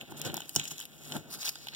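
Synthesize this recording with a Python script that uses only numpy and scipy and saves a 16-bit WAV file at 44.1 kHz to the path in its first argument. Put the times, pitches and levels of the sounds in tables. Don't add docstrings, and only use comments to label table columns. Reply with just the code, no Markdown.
import sys
import numpy as np
from scipy import signal
from scipy.fft import rfft, irfft, next_fast_len
from scipy.io import wavfile
from scipy.ndimage import map_coordinates

SR = 44100
rng = np.random.default_rng(int(sys.argv[2]) if len(sys.argv) > 2 else 0)


def magnitude_from_level(level_db):
    exponent = np.asarray(level_db, float) / 20
    return 10 ** exponent


def unload_audio(sound):
    columns = np.transpose(np.atleast_2d(sound))
    steps = np.round(np.clip(columns, -1, 1) * 32767)
    wavfile.write(sys.argv[1], SR, steps.astype(np.int16))


N = 77175

# start_s, near_3khz_db, near_6khz_db, near_12khz_db
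SNAP_EVENTS = [(0.0115, -37, -51, -46.5), (0.2158, -40.5, -32, -33), (0.251, -46, -37, -44),
               (0.299, -38, -64, -66), (0.3425, -68, -34.5, -27.5), (0.3685, -42.5, -32, -36),
               (0.378, -38.5, -41, -60), (0.4046, -40, -39, -41.5), (0.4185, -39, -48, -66),
               (0.4932, -45.5, -39.5, -32.5), (0.5523, -48, -42, -28.5), (0.5609, -37.5, -16, -25),
               (0.5629, -28.5, -22.5, -40), (0.5957, -55, -31.5, -36), (0.597, -27, -33, -55),
               (0.6408, -64, -44, -37.5), (0.654, -37.5, -38.5, -42.5), (0.6765, -51, -41, -42),
               (0.708, -53, -46, -43), (0.719, -56, -43, -48), (0.781, -44, -39, -46),
               (0.7927, -47, -40, -42), (0.8016, -45, -40.5, -35), (0.811, -37.5, -43, -51),
               (0.8538, -45.5, -47, -38), (1.1208, -34, -38, -60), (1.122, -44, -39.5, -49),
               (1.139, -57, -49, -48), (1.1659, -40.5, -40.5, -38), (1.466, -40, -36, -47),
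               (1.4739, -35, -51, -38), (1.4789, -32.5, -34, -48), (1.4916, -37, -26.5, -27.5),
               (1.505, -62, -47, -49), (1.5561, -44.5, -39.5, -63), (1.6702, -38.5, -42, -44),
               (1.6845, -36, -43.5, -44.5), (1.748, -36, -41.5, -55)]
SNAP_T60_S = [
    [[.011]],
    [[.004]],
    [[.0025]],
]
# time_s, near_3khz_db, near_6khz_db, near_12khz_db
PEEL_CURVES = [(0, -61, -57, -79), (0.02, -50, -62, -55), (0.04, -61, -70, -77), (0.1, -63, -70, -65),
               (0.122, -58, -55, -49), (0.128, -60, -72, -69), (0.157, -62.5, -63, -72),
               (0.175, -54.5, -50.5, -52), (0.2, -56.5, -57, -48), (0.21, -49, -75, -66),
               (0.24, -52, -53, -59), (0.262, -43, -42, -47), (0.285, -47, -49.5, -57),
               (0.33, -58, -65, -65), (0.36, -49, -77, -51), (0.39, -55.5, -57, -57),
               (0.43, -58.5, -63, -66), (0.54, -69, -58.5, -56), (0.575, -51, -42, -52),
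               (0.62, -44, -47.5, -68), (0.672, -50.5, -50.5, -65), (0.681, -51, -41.5, -49),
               (0.697, -61, -55.5, -61), (0.712, -46, -42, -47), (0.74, -58, -57, -62),
               (0.78, -57, -58, -54.5), (0.82, -51.5, -55.5, -54.5), (0.87, -68.5, -67, -64.5),
               (1.0, -65.5, -62.5, -61.5), (1.06, -57, -56.5, -56), (1.17, -51, -51.5, -49),
               (1.19, -65, -60, -64), (1.28, -69, -69, -75), (1.31, -61.5, -57.5, -47.5),
               (1.332, -61, -46, -36.5), (1.36, -57, -51, -50), (1.38, -72, -61, -54),
               (1.404, -56, -50, -47), (1.41, -55, -40.5, -48), (1.433, -49.5, -43, -42),
               (1.44, -59, -60, -49), (1.454, -44, -36, -33.5), (1.465, -48.5, -42, -42),
               (1.496, -54, -42.5, -42.5), (1.501, -66.5, -56, -50), (1.56, -63.5, -55.5, -59.5),
               (1.72, -61, -62.5, -61), (1.75, -49.5, -55, -74)]
# freq_hz, gain_db
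TAPE_REGIONS = [
    [(300, -23), (800, -10.5), (1200, -13.5), (1700, -4.5), (3200, 1.5), (4200, 0.5), (5200, -40)],
    [(3600, -42), (4500, -8.5), (7000, 5), (8300, -4.5), (9600, -13)],
    [(7600, -9.5), (8800, 3), (12500, 3), (14500, 4.5), (15700, 1), (17000, -43)],
]
# freq_hz, gain_db
FREE_COLOUR = [(2200, 3), (3200, -1.5), (4500, 8), (5500, 2), (7200, -4.5), (9000, -2)]
# start_s, level_db, centre_hz (modes struck hardest)
KNOCK_EVENTS = [(0.1214, -23.5, 487), (0.2987, -26, 159), (.342, -28, 755), (.376, -27, 770),
                (.403, -28.5, 1000), (0.5603, -19.5, 650), (.565, -20, 126), (.715, -34.5, 714),
                (0.799, -37.5, 1360), (1.119, -33.5, 790), (1.14, -28.5, 604), (1.1635, -25.5, 1110),
                (1.166, -26.5, 200), (1.176, -32, 100), (1.316, -46, 1530), (1.346, -34.5, 1250),
                (1.386, -38, 840), (1.479, -30.5, 726), (1.557, -33, 1210), (1.67, -31.5, 744)]
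# time_s, level_db
DRUM_CURVE = [(0, -46), (.04, -55.5), (.16, -56), (.24, -46.5), (.27, -37), (.325, -53), (.345, -47.5),
              (.37, -49.5), (.45, -56.5), (.545, -61), (.562, -44.5), (.62, -54), (.76, -58.5), (.85, -62),
              (1.03, -58.5), (1.14, -47.5), (1.165, -41), (1.185, -47.5), (1.22, -57), (1.28, -56),
              (1.5, -65), (1.75, -59)]
# freq_hz, width_hz, drummed_db (relative, drumming only)
BOARD_MODES = [(100, 16.4, -5), (148.9, 17.3, 4.5), (236.7, 51, -2.5), (325.6, 113, -7.5), (790, 224, -20),
               (1444, 219, -23)]
# freq_hz, gain_db
AIR_COLOUR = [(20, -43), (60, 18), (110, 1), (400, -7), (1300, -20), (3200, -8), (6000, -27),
              (16000, -14.5)]
# freq_hz, t60_s
ROOM_DECAY = [(200, 0.3), (1000, 0.024), (4000, 0.067), (14000, 0.041)]
# freq_hz, ratio_db, share_in_step (-1..1)
PORT_DIFFERENCE = [(29.4, -2, 0.2), (150, -15.5, -0.27), (380, -8, 1), (830, -5.5, -0.9),
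                   (1910, -0.5, -0.69), (4780, 0.5, -0.63), (5940, 0.5, 1), (7700, -2, 0.68),
                   (13100, 1.5, .2), (15800, -3, -0.61)]
# freq_hz, gain (linear)
CROSS_GAINS = [(100, .97), (5000, .985), (7000, .8), (10000, .3), (16000, .1)]

SNAP_RISE_S, SNAP_GAIN_DB = 0.00025, 21
STRIP_RING_HZ, STRIP_RING_WIDTH_HZ = 3150, 700
SLIPS_PER_S, SLIP_SCATTER_DB, SLIP_T60_S = 6000, 3, 0.004
CLUMP_DEPTH_DB, CLUMP_KNOTS_PER_S = 2, 110
PEEL_GAIN_DB = 2.5
FREE_FROM_S = 1.29
KNOCK_GAIN_DB, KNOCK_SLOPE_DB_PER_OCTAVE, KNOCK_RISE_S = 2, 9, 0.00047
DRUM_GAIN_DB, DRUM_LUMPS_DB, DRUM_LUMP_KNOTS_PER_S = 11, 3, 59.93
AIR_RMS_DB = -54.5
TAIL_DB, ECHO_S, ECHO_DB = -13, 0.0033, -13
TOP_HZ = 15850
CROSS_DELAY_S = 0.0004677


def unit(x):
    return x / np.sqrt(np.mean(x ** 2) + 1e-20)


def along(points, hz, axis=1):
    columns = np.transpose(points)
    return np.interp(np.log(hz + 1), np.log(columns[0] + 1), columns[axis])


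def curves(rows):
    time_s, *columns = np.transpose(rows)
    return [np.interp(np.arange(N) / SR, time_s, c) for c in columns]


def wobble(knots_per_s):
    position = np.arange(N) * min(knots_per_s, 1000) / SR
    return map_coordinates(rng.standard_normal(2000), [position])


def filtered(x, response):
    size = next_fast_len(N + SR // 2)
    hz = np.fft.rfftfreq(size, 1 / SR)
    return irfft(rfft(x, size) * response(hz), size)[..., :N]


def resonance(f, hz, width_hz):
    return 1j * f * width_hz / (hz * hz - f * f + 1j * f * width_hz)


def snaps():
    t = np.arange(1024) / SR - 0.002
    rise = np.clip(1 - np.exp(-t / SNAP_RISE_S), 0, 1)
    shape = magnitude_from_level(-60 * t / np.array(SNAP_T60_S)) * rise
    hz = np.fft.rfftfreq(len(t), 1 / SR)
    ring = [resonance(hz + 1, STRIP_RING_HZ, STRIP_RING_WIDTH_HZ), 1, 1]
    colour = np.array([magnitude_from_level(along(c, hz)) * r for c, r in zip(TAPE_REGIONS, ring)])[:, None]
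    out = np.zeros((2, N + SR))
    for start_s, *levels_db in SNAP_EVENTS:
        noise = rng.standard_normal((3, 2, len(t)))
        burst = irfft(rfft(noise * shape) * colour)
        burst /= np.linalg.norm(burst, axis=2, keepdims=True)
        gain = magnitude_from_level(SNAP_GAIN_DB + np.array(levels_db))[:, None, None]
        start = round((start_s + t[0]) * SR)
        out[:, start:start + len(t)] += (burst * gain).sum(axis=0)
    return out[:, :N]


def peel():
    size = magnitude_from_level(SLIP_SCATTER_DB * np.minimum(rng.exponential(size=N), 4))
    size = size * (rng.random(N) < SLIPS_PER_S / SR)
    power_decay = magnitude_from_level(-120 / SLIP_T60_S / SR)
    gate = np.sqrt(np.abs(signal.lfilter([1], [1, -power_decay], size ** 2)))
    wobbles = np.array([wobble(CLUMP_KNOTS_PER_S) for _ in TAPE_REGIONS])
    clumps = magnitude_from_level(CLUMP_DEPTH_DB * wobbles)[:, None]
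    slips = unit(gate * clumps * rng.standard_normal((2, N)))
    levels = magnitude_from_level(np.array(curves(PEEL_CURVES)) + PEEL_GAIN_DB)[:, None]
    return tape(slips * levels)


def tape(x):
    hz = np.linspace(0, SR / 2, num=2000)
    out = 0
    for excitation, colour in zip(x, TAPE_REGIONS):
        rms_gain = np.sqrt(np.mean(magnitude_from_level(along(colour, hz)) ** 2))
        out = out + filtered(excitation, lambda f: magnitude_from_level(along(colour, f))) / rms_gain
    return out


def freed(x):
    recoloured = filtered(x, lambda f: magnitude_from_level(along(FREE_COLOUR, f)))
    return np.where(np.arange(N) / SR < FREE_FROM_S, x, recoloured)


def knocks():
    out, t = np.zeros((2, N + SR)), np.arange(SR // 8) / SR
    for start_s, level_db, centre_hz in KNOCK_EVENTS:
        start = round(start_s * SR)
        for hz, width_hz, _ in BOARD_MODES:
            octaves_off = abs(np.log2(hz / centre_hz))
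            mode_db = level_db + KNOCK_GAIN_DB - KNOCK_SLOPE_DB_PER_OCTAVE * octaves_off
            phase_cycles = rng.random() * np.array([[0], [1]])
            envelope = np.exp(-np.pi * width_hz * t) * (1 - np.exp(-t / KNOCK_RISE_S))
            ring = np.sin(2 * np.pi * (hz * t + phase_cycles)) * envelope
            out[:, start:start + len(t)] += magnitude_from_level(mode_db) * ring
    lowest_hz = BOARD_MODES[0][0]
    return filtered(out[:, :N], lambda f: (1j * f / (lowest_hz + 1j * f)) ** 2)


def drum():
    level_db, = curves(DRUM_CURVE)
    lumps = magnitude_from_level(DRUM_LUMPS_DB * wobble(DRUM_LUMP_KNOTS_PER_S))
    push = rng.standard_normal((2, N)) * lumps

    def board(f):
        return sum((-1) ** k * magnitude_from_level(db) * resonance(f, hz, width_hz)
                   for k, (hz, width_hz, db) in enumerate(BOARD_MODES))

    return magnitude_from_level(level_db + DRUM_GAIN_DB) * unit(filtered(push, board))


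def air():
    noise = rng.standard_normal((2, N))
    return magnitude_from_level(AIR_RMS_DB) * unit(filtered(noise, lambda f: magnitude_from_level(along(AIR_COLOUR, f))))


def room(x):
    hz, t, z = signal.stft(rng.standard_normal((2, SR // 4)), SR, nperseg=128)
    decay = magnitude_from_level(-60 * t / along(ROOM_DECAY, hz)[:, None])
    tail = signal.istft(z * decay, SR, nperseg=128)[1]
    tail = np.pad(tail / np.linalg.norm(tail[0]), ((0, 0), (60, 0)))
    bounce = filtered(x, lambda f: magnitude_from_level(ECHO_DB) * np.exp(-2j * np.pi * f * ECHO_S))
    return x + bounce + magnitude_from_level(TAIL_DB) * signal.fftconvolve(x, tail, axes=1)[:, :N]


def ports(both):
    def split(f):
        share = np.clip(along(PORT_DIFFERENCE, f, axis=2), -1, 1)
        return magnitude_from_level(along(PORT_DIFFERENCE, f)) * [share, np.sqrt(1 - share ** 2)]

    diff = filtered(both, split).sum(axis=0)
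    return np.array([both[0] + diff, both[0] - diff]) / 2


def scene():
    struck = room(freed(snaps()) + knocks())
    running = filtered(freed(peel()) + drum() + air(), lambda f: f < TOP_HZ)
    return ports(struck + running)


def band_limit(x):
    return signal.sosfilt(signal.butter(12, 16980, fs=SR, output="sos"), x)


def record(dry):
    def cross(f):
        return np.clip(along(CROSS_GAINS, f), 0, 1) * np.exp(-2j * np.pi * f * CROSS_DELAY_S)

    mix = dry - filtered(dry[::-1], cross)
    return band_limit(mix)


dry = scene()
out = record(dry)
unload_audio(out)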